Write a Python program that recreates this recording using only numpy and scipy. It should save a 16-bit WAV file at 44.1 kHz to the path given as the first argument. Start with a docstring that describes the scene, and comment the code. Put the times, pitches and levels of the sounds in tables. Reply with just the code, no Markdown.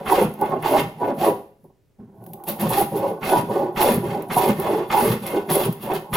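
"""A flat steel file is pushed and drawn along the rim of a hollow fiberglass shell in a small workshop.
Close and centred, the teeth chatter on the rim and drive the shell's resonances; filtered random grains make
the rasp of grit in the steel and the bright hiss of tearing fibres. Clicks knock the shell and start snaps.
In a pause the file is lifted, set down on another spot and nudged into place.
Bench scatter and a room tail spread to both sides of the stereo pair, over a quiet room tone."""
import sys
import numpy as np
from scipy import signal
from scipy.fft import rfft, irfft, next_fast_len
from scipy.io import wavfile
from scipy.ndimage import uniform_filter1d

SR = 44100
rng = np.random.default_rng(int(sys.argv[2]) if len(sys.argv) > 2 else 0)


def ratio(d):
    """dB to gain"""
    e = np.asarray(d, float) / 20
    return 10 ** e


def output_pcm(signal):
    """Save a mono or channel-first signal as 16-bit PCM at the path in sys.argv[1].

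    Samples are clipped to [-1, 1] before scaling.
    """
    pcm = np.clip(np.atleast_2d(signal).T, -1, 1) * 32767
    wavfile.write(sys.argv[1], SR, np.round(pcm).astype(np.int16))


N = 271985   # length in samples


def rms_one(x):
    """Scale to unit rms."""
    return x / np.sqrt(np.mean(x ** 2) + 1e-20)


def evened(x, seconds):
    """Divide out the running level."""
    return x / np.sqrt(uniform_filter1d(x ** 2, max(int(seconds * SR), 9)) + 1e-12)


def drift(rate_hz):
    """Slow chance of spread 1: noise twice through a one-pole."""
    r = np.exp(-2 * np.pi * rate_hz / SR)
    noise = rng.standard_normal(N + SR)
    return rms_one(signal.lfilter([1], [1, -2 * r, r * r], noise)[SR:])   # the first second settles the filter


def coloured(x, spectrum):
    """Weight x by a spectrum in dB, interpolated over log frequency."""
    hz, level_db = np.transpose(spectrum)
    size = next_fast_len(N)
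    grid_hz = np.maximum(np.arange(size // 2 + 1) * SR / size, 1)
    gain = ratio(np.interp(np.log(grid_hz), np.log(hz), level_db))
    return irfft(rfft(x, size) * gain, size)[..., :N]


SING_DB, SING_OCTAVES = 4.5, .18      # modes this close to the chatter rate are driven harder


def resonate(force, modes, wander_db, wander_rate, chatter_hz=None):
    """Parallel resonances; each one's coupling wanders as the contact slides, and grows near the chatter rate."""
    out = np.zeros(N)
    for k, (hz, width_hz, level_db) in enumerate(modes):
        r = np.exp(-np.pi * width_hz / SR)
        near_db = 0
        if chatter_hz is not None:
            near_db = SING_DB * np.exp(-(np.log2(hz / chatter_hz) / SING_OCTAVES) ** 2)
        coupling_db = level_db + near_db + wander_db * np.clip(drift(wander_rate), -2, 1)
        drive = force * ratio(coupling_db) * (-1) ** k / np.sqrt(width_hz)
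        poles = [1, -2 * r * np.cos(2 * np.pi * hz / SR), r * r]
        out += signal.lfilter([1 - r * r, 0, r * r - 1], poles, drive)
    return out


def grains(per_s, spread_db):
    """Random clicks of uneven size and sign."""
    sizes = ratio(spread_db * np.minimum(rng.exponential(1, N), 5)) * rng.choice([-1, 1], N)
    return rms_one(sizes * (rng.random(N) < per_s / SR))


def clicks(events):
    """A train of clicks at the events' moments."""
    train = np.full(N, 1e-18)
    for s, level_db in events:
        train[int(s * SR)] = ratio(level_db)
    return train


LANDING_DB = -30                          # level one bite time ahead of the stroke; twice as low two ahead
KNEE_SHARE, KNEE_LEFT = 0.406, 0.2487     # this far to the crest, this share of the swell is left


def stroke_db(t, strokes, shape):
    """One row a stroke: the file lands and bites, swells fast then slowly, glides to the end level, lets go."""
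    bite_s, bite_db, delay, end_db, release = shape
    levels = [2 * LANDING_DB, LANDING_DB, bite_db, KNEE_LEFT * bite_db, 0, end_db, end_db - 2 * release]
    rows = []
    for s, length, crest, *_ in strokes:
        top = np.clip(crest + delay, .03, .97) * length
        times = [-2 * bite_s, -bite_s, 0, KNEE_SHARE * top, top, length, length + 2]
        rows.append(np.interp(t - s, times, levels, left=-200))
    return np.array(rows)


def swell_db(t, events, slopes):
    """One row an event: straight rise in dB, hold, straight fall."""
    s, level_db, hold = np.array(events).T[:3, :, None]
    rise, fall = slopes[0] * (t - s), slopes[1] * (s + hold - t)
    return level_db + np.minimum(0, np.minimum(rise, fall))


LET_GO_S = .06


def glide(t, strokes, span_hz):
    """Chatter rate along each stroke and just after it."""
    return np.array([np.interp(t - s, [0, length, length + LET_GO_S], span_hz) for s, length, *_ in strokes])


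def summed(*rows_db):
    """Levels add as powers."""
    return 10 * np.log10(np.sum(ratio(np.vstack(rows_db)) ** 2, axis=0) + 1e-14)


# cutting strokes, pushed away:
# start t/s, length t/s, crest [share of length], shell level/dB, rasp level/dB, fibre hiss level/dB
PUSHES = [(0.055, .18, 0.4604, -19, -25.5, -32.5), (0.620, .19, 0.453, -18.5, -27, -32),
          (1.172, .12, 0.701, -21, -31, -32), (2.466, 0.04045, 0.9, -26, -35.5, -31),
          (2.585, 0.0925, 0.43, -22, -33, -39), (2.688, 0.14, 0.787, -21, -28, -29.5),
          (3.215, .18, 0.454, -21, -27, -32.5), (3.758, 0.19, 0.26, -19, -25.5, -29),
          (4.298, .21, 0.34, -20.5, -28, -30.5), (4.897, .235, 0.2983, -20.5, -26, -29.5),
          (5.488, 0.17, 0.18, -22.5, -28.5, -29), (6.129, 0.13, .15, -22.5, -21, -27)]
# light strokes, drawn back:
# start t/s, length t/s, crest [share of length], shell level/dB, rasp level/dB, fibre hiss level/dB
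DRAWS = [(-0.12, 0.12, .3, -27, -30.5, -43), (0.408, 0.16, 0.058, -28, -36, -51),
         (1.011, 0.11, 0.21, -24, -37, -51.5), (2.925, .2, 0.38, -23.5, -38.5, -47),
         (3.495, 0.17, 0.1, -23, -37.5, -47), (4.026, .19, 0.15, -27, -36, -48),
         (4.588, .23, 0.3, -23, -31, -43), (5.233, 0.18, 0.31, -28.5, -33.5, -43.5),
         (5.835, .14, .7, -27, -31.5, -47)]
# the teeth grab and one mode of the shell sings out: t/s, level/dB, hold t/s, chatter f/Hz
GRABS = [(0.121, -11, 0.01484, 826.4), (.185, -16, 0.0456, 390), (0.419, -17, 0.01999, 813.8),
         (0.526, -20, 0.01504, 805), (0.546, -25, .035, 387.7), (0.657, -20, 0.01957, 867.4),
         (.720, -17.5, 0.0302, 476), (0.747, -14.5, .02, 823), (1.02, -19.5, .03, 827),
         (1.074, -23, 0.04986, 392.4), (1.222, -18.5, 0.0248, 842), (1.269, -13.5, .02, 538),
         (1.299, -19.5, 0.01493, 537), (2.709, -22, .015, 771), (2.773, -18.5, .05, 890.5),
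         (2.943, -23, 0.0303, 373), (3.029, -21, 0.03956, 547.8), (3.319, -13.5, 0.0297, 788),
         (3.355, -17.5, .03, 1001), (3.500, -23, 0.017, 549), (3.554, -18, 0.0199, 380),
         (3.604, -20, 0.0304, 561.3), (3.669, -27, 0.02986, 350.3), (3.798, -16, 0.046, 842.5),
         (3.857, -16, 0.04076, 441.5), (4.031, -24, 0.03006, 338), (4.140, -27, .03, 980.3),
         (4.368, -16, .04, 897), (4.454, -18, .05, 560), (4.592, -25, 0.0199, 320), (4.665, -21, .02, 689),
         (4.701, -22, 0.0603, 425), (4.791, -24.5, .03, 390.2), (4.943, -14, .015, 910),
         (4.976, -15, .025, 958), (5.048, -19, 0.0306, 366), (5.345, -19, .04, 387.7),
         (5.506, -21, 0.01965, 544), (5.561, -16.5, .015, 439), (5.602, -22.5, .02, 430),
         (5.670, -25, 0.027, 324), (5.900, -22, .03, 750), (5.937, -20, 0.011, 358), (6.161, -18, .03, 797)]
# the whole shell lurches on the bench: t/s, level/dB, hold t/s
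LURCHES = [(0.203, -26, 0.018), (0.241, -22.5, .04), (0.537, -33, 0.051), (.816, -23, .02),
           (1.064, -38, 0.021), (1.182, -26.5, 0.019), (1.288, -35, 0.037), (2.506, -32.5, 0.019),
           (2.625, -21.5, .06), (2.812, -28, 0.021), (2.932, -27, .02), (3.235, -31, 0.021),
           (3.385, -24, 0.046), (3.505, -30, .02), (3.768, -30, 0.016), (3.919, -19, 0.06),
           (4.052, -25.5, 0.047), (4.309, -32, .03), (4.488, -19, .025), (4.590, -28, .02),
           (5.027, -24, .05), (5.103, -21, 0.044), (5.509, -25, .02), (5.661, -22.5, 0.034),
           (6.131, -27.5, 0.018)]
# a bundle of fibres rips: t/s, level/dB, hold t/s
RIPS = [(.120, -29.5, 0.011), (2.488, -25.5, 0.0096), (2.61, -31, 0.011), (2.696, -27.5, 0.011),
        (2.773, -25.5, 0.023), (2.967, -33, 0.0095), (3.815, -23, 0.025), (4.376, -28.5, 0.0095),
        (5.078, -31, 0.0093), (5.268, -37, .01), (5.533, -22, 0.021), (5.825, -35.5, .01),
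        (5.950, -35, .01)]
# the file is lifted, set down and nudged: t/s, shell level/dB, deep boom level/dB, fibre hiss level/dB
NUDGE = [(1.3, -37.5, -29, -79), (1.559, -70, -77, -84.5), (1.66, -67, -48, -69), (1.74, -80, -74, -89),
         (1.974, -85, -79, -88), (2.0, -52, -36.5, -78), (2.069, -62.5, -48, -90), (2.27, -54.5, -44, -55),
         (2.34, -52, -40.5, -58), (2.43, -58.5, -61, -71), (2.5, -95, -90, -84.5)]
NUDGE_CHATTER_HZ, NUDGE_RASP_DB = 380, -25      # rasp against the shell
# how a stroke shapes each layer:
# bite t/s, level/dB at the bite, delay of the crest [share of length], level/dB at the end, release [dB/s]
PUSH_SHELL, PUSH_BOOM = (0.29, -16.5, 0.4, -6, 260), (.03, 2.5, -1.8, 1.5, 168.5)
PUSH_RASP, PUSH_HISS = (0.01, -18.5, -0.36, -2, 324), (0.03, -19, -0.03, -3.5, 481.5)
DRAW_SHELL, DRAW_BOOM = (0.014, -6.5, 0.9, -3, 260.5), (0.2, -4, -2.2, -1, 199)
DRAW_RASP, DRAW_HISS = (0.08, -8.5, 0.16, -9, 249), (0.08, -0.5, 0.5, -10, 200.5)
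PUSH_BOOM_DB, DRAW_BOOM_DB = -37.5, -33.5
# swell and fade: rise [dB/s], fall [dB/s]
GRAB_SLOPES, LURCH_SLOPES, RIP_SLOPES = (800, 800), (500, 320), (900, 500)
# the chatter slows along a stroke: f/Hz at the start, f/Hz at the end, f/Hz once let go
PUSH_CHATTER, DRAW_CHATTER = (820, 480, 340), (640, 430, 340)
THIN_DB_PER_OCTAVE, THIN_FULL_HZ = 7.5, 931     # faster chatter favours the thin upper modes
DULL_DB, DULL_PER_HISS_DB = -3, -0.18           # the more fibres tear against the grit, the brighter the rasp
STEP_S = .002                                   # time step of the levels


def controls():
    """Levels and chatter rate from strokes, grabs, lurches, rips and nudges."""
    t = np.arange(0, N / SR + STEP_S, STEP_S)
    push, draw = np.array(PUSHES), np.array(DRAWS)
    s, *columns = np.transpose(NUDGE)
    nudge, nudge_boom, nudge_hiss = [np.interp(t, s, c, left=-200) for c in columns]
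    shells = np.vstack([push[:, 3:4] + stroke_db(t, push, PUSH_SHELL),
                        draw[:, 3:4] + stroke_db(t, draw, DRAW_SHELL),
                        swell_db(t, GRABS, GRAB_SLOPES), nudge])
    rates = np.vstack([glide(t, push, PUSH_CHATTER), glide(t, draw, DRAW_CHATTER),
                       np.array(GRABS)[:, 3:] + 0 * t, NUDGE_CHATTER_HZ + 0 * t])
    # the loudest contact sets the chatter rate
    chatter = np.average(rates, axis=0, weights=ratio(shells) ** 2 + 1e-18)
    boom = summed(PUSH_BOOM_DB + stroke_db(t, push, PUSH_BOOM), DRAW_BOOM_DB + stroke_db(t, draw, DRAW_BOOM),
                  swell_db(t, LURCHES, LURCH_SLOPES), nudge_boom)
    grit = summed(push[:, 4:5] + stroke_db(t, push, PUSH_RASP), draw[:, 4:5] + stroke_db(t, draw, DRAW_RASP),
                  nudge + NUDGE_RASP_DB)
    hiss = summed(push[:, 5:] + stroke_db(t, push, PUSH_HISS), draw[:, 5:] + stroke_db(t, draw, DRAW_HISS),
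                  swell_db(t, RIPS, RIP_SLOPES), nudge_hiss)
    thin = THIN_DB_PER_OCTAVE * np.log2(chatter / THIN_FULL_HZ)
    dull = DULL_DB + DULL_PER_HISS_DB * (hiss - grit)
    curves = (summed(shells), chatter, boom, thin, grit, dull, hiss)
    return [np.interp(np.arange(N) / SR, t, c) for c in curves]


# shell modes, the first nine full, the rest thin (knocks ring them too): f/Hz, width f/Hz, relative level/dB
SHELL_MODES = [(270, 43, -3.5), (313, 30, -2), (354, 14, 0), (385.4, 11, 3), (446.2, 14, -4.5),
               (475, 19, -8.5), (549, 30, 2.5), (614.7, 64, -3.5), (658, 6.2, -8.5), (696, 14, -6),
               (744.6, 21, -2.5), (814.6, 42, 3), (882.5, 59, -0.5), (964, 11, 1), (981.4, 20, -7.5),
               (1075.6, 22, -6), (1192, 70, -18.5), (1430, 23, -20), (1486.5, 12, -13)]
# deep modes of the whole shell on the bench: f/Hz, width f/Hz, relative level/dB
BOOM_MODES = [(45.9, 330, -21.5), (116.7, 21, -8.5), (158.6, 17, -2.5), (211.8, 34, -1)]


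def shell(level_db, chatter_hz, boom_db, thin_db):
    """Teeth catch and slip unevenly at the chatter rate; nearby modes sing out of the grind.
    Near the free rim the thin upper modes take a larger share."""
    phase = 2 * np.pi * np.cumsum(chatter_hz * (1 + 0.0502 * drift(39.4))) / SR
    chatter = rms_one(np.sin(phase) * ratio(9.8 * drift(44)))
    force = grains(2500, 3.45) + 0.08 * chatter
    # the resin edge is a soft contact
    force = signal.sosfilt(signal.butter(2, 1300, fs=SR, output="sos"), force)
    full, thin = [evened(resonate(force, modes, wander_db=4.0, wander_rate=9.0, chatter_hz=chatter_hz), 0.045)
                  for modes in (SHELL_MODES[:9], SHELL_MODES[9:])]
    deep = evened(resonate(force, BOOM_MODES, wander_db=3.0, wander_rate=7.1), 0.17)
    share = np.clip(ratio(thin_db), .05, .97)
    ring = np.sqrt(1 - share ** 2) * full + share * thin
    return ratio(level_db) * ring + ratio(boom_db) * deep


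# bending modes of the steel file: f/Hz, width f/Hz, relative level/dB
STEEL_MODES = [(1805, 58, -1.5), (1955, 19, 0), (2106, 55.6, 4.5), (2304, 31, -8.5), (2424, 48, -10),
               (2754, 36, 5.5), (3090, 110, -4), (3434, 12, 3), (4510, 270, -10), (5700, 67, -8)]
# spectrum of the grit (it also tints the snaps): f/Hz, relative level/dB
RASP_SPECTRUM = [(650, -12.5), (1100, -5), (1880, -18.5), (2090, -18.5), (2340, -16), (2650, -10.5),
                 (2870, -16.5), (3450, -14), (9000, -28.5), (11700, -64), (19800, -120)]


def rasp(level_db, dull_db):
    """Grit under the teeth, partly ringing the steel; its dull and bright parts trade shares."""
    grit = grains(5000, 1.1) * ratio(2.3 * drift(30))
    steel = rms_one(resonate(grit, STEEL_MODES, wander_db=5.0, wander_rate=11.0))
    mix = rms_one(coloured(grit, RASP_SPECTRUM)) + 0.55 * steel
    dull = signal.sosfilt(signal.butter(2, 2500, fs=SR, output="sos"), mix)
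    bright = mix - dull
    share = np.clip(ratio(dull_db), .05, .97)
    return ratio(level_db) * (share * rms_one(dull) + np.sqrt(1 - share ** 2) * rms_one(bright))


# high modes of the steel file: f/Hz, width f/Hz, relative level/dB
STEEL_HIGH_MODES = [(10960, 440, 13), (11300, 200, -3.5), (12250, 630, 9), (12800, 130, -7.5),
                    (13360, 150, -4.5), (15580, 270, 2)]
# spectrum of tearing fibres: f/Hz, relative level/dB
HISS_SPECTRUM = [(4400, -16.5), (7500, -20.5), (9500, -10.5), (10250, -8.5), (10500, -1.5), (13000, -2.5),
                 (15800, -2.5)]
# fibres snapping under a tooth: t/s, relative level/dB
SNAPS = [(0.0613, -27), (0.3386, -25), (0.4123, -14.5), (0.6255, -20.5), (1.6411, -48), (2.239, -34),
         (2.2638, -27), (2.334, -19.5), (2.4379, -22.5), (2.597, -16), (2.6926, -12), (3.7592, -54),
         (4.2223, -22), (4.5993, -11.5), (5.2654, -10.5), (5.502, -9), (5.7254, -16.5), (5.9354, -17),
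         (6.1295, -24)]


def fibres(level_db):
    """Glass fibres tear in a dense bright hiss; single ones snap in short bursts."""
    tear = grains(9000, 3.6) * ratio(1.2 * drift(39))
    steel = rms_one(resonate(tear, STEEL_HIGH_MODES, wander_db=6.0, wander_rate=8.0))
    hiss = rms_one(rms_one(coloured(tear, HISS_SPECTRUM)) + 0.61 * steel)
    fade = np.exp(-1 / (0.004 * SR))   # 4 ms decay
    bursts = signal.lfilter([1], [1, -fade], clicks(SNAPS))
    bright = coloured(rng.standard_normal(N), HISS_SPECTRUM)
    crack = rms_one(bright + 0.2 * coloured(rng.standard_normal(N), RASP_SPECTRUM))
    return ratio(level_db) * hiss + ratio(-10.5) * bursts * crack


# how much the echoes differ between the sides: f/Hz, level/dB side over mid
SPREAD = [(30, -1), (125, -21), (400, -19), (700, -12), (1200, -0.5), (3000, 1), (8000, -6.5), (16000, 4.5)]
ROOM_T60_S, ROOM_DB, BENCH_T60_S, BENCH_DB = 0.43, -9.5, 0.049, -7


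def workshop(x):
    """A dying room tail, and scatter off the bench that reaches the two sides in opposite phase."""
    t = np.arange(N) / SR
    mid = rng.standard_normal(N)
    side = coloured(rng.standard_normal(N), SPREAD) * [[1], [-1]]

    def fade(t60):
        """Exponential decay of unit energy."""
        return ratio(-60 * t / t60) * np.sqrt(6 * np.log(10) / (t60 * SR))

    bench = ratio(BENCH_DB) * side * fade(BENCH_T60_S)
    room = ratio(ROOM_DB) * (mid + side) * fade(ROOM_T60_S)
    return signal.fftconvolve(x[None], (bench + room)[:, :SR // 2], axes=1)[:, :N]


# spectrum of the room tone: f/Hz, relative level/dB
AIR_SPECTRUM = [(20, -6), (90, 2.5), (130, 5), (200, -12), (400, -4), (900, -23), (1800, -24.5),
                (4000, -30.5), (8000, -32.5), (11000, -35), (16000, -31.5)]
AIR_DB = -62.5


def air():
    """The quiet room tone: steady noise, partly different on the two sides."""
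    mid, side = rng.standard_normal((2, N))
    return ratio(AIR_DB) * rms_one(coloured(mid + .45 * side * [[1], [-1]], AIR_SPECTRUM))


# the file knocks on the rim: t/s, relative level/dB
KNOCKS = [(0.123, -40), (0.418, -36), (1.017, -21), (1.643, -32.5), (1.698, -40), (1.894, -53),
          (1.988, -37), (2.091, -41), (2.142, -42), (2.216, -28), (2.267, -25.5), (2.335, -26),
          (2.436, -41), (3.322, -17), (4.363, -8), (4.941, -16)]


def knocks():
    """A soft blow rings every mode of the shell."""
    blow = signal.lfilter([.05], [1, -.95], clicks(KNOCKS))
    ring = resonate(blow, SHELL_MODES, wander_db=5.5, wander_rate=7.5)
    deep = resonate(blow, BOOM_MODES, wander_db=1.0, wander_rate=27)
    return ratio(42.5) * (ring + ratio(4.5) * deep)


def scene():
    """File on shell, close and centred, in the room."""
    shell_db, chatter_hz, boom_db, thin_db, rasp_db, dull_db, hiss_db = controls()
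    work = shell(shell_db, chatter_hz, boom_db, thin_db) + rasp(rasp_db, dull_db) + fibres(hiss_db) + knocks()
    return work + workshop(work) + air()


def roll_off(x):
    """The treble ends steeply here."""
    return signal.sosfilt(signal.butter(12, 16720, fs=SR, output="sos"), x)


def record(dry):
    """The top is cut steeply at 15.8 kHz."""
    cut = signal.ellip(12, .5, 80, 15800, fs=SR, output="sos")
    mix = signal.sosfilt(cut, dry)
    return roll_off(mix)


dry = scene()
out = record(dry)
output_pcm(out)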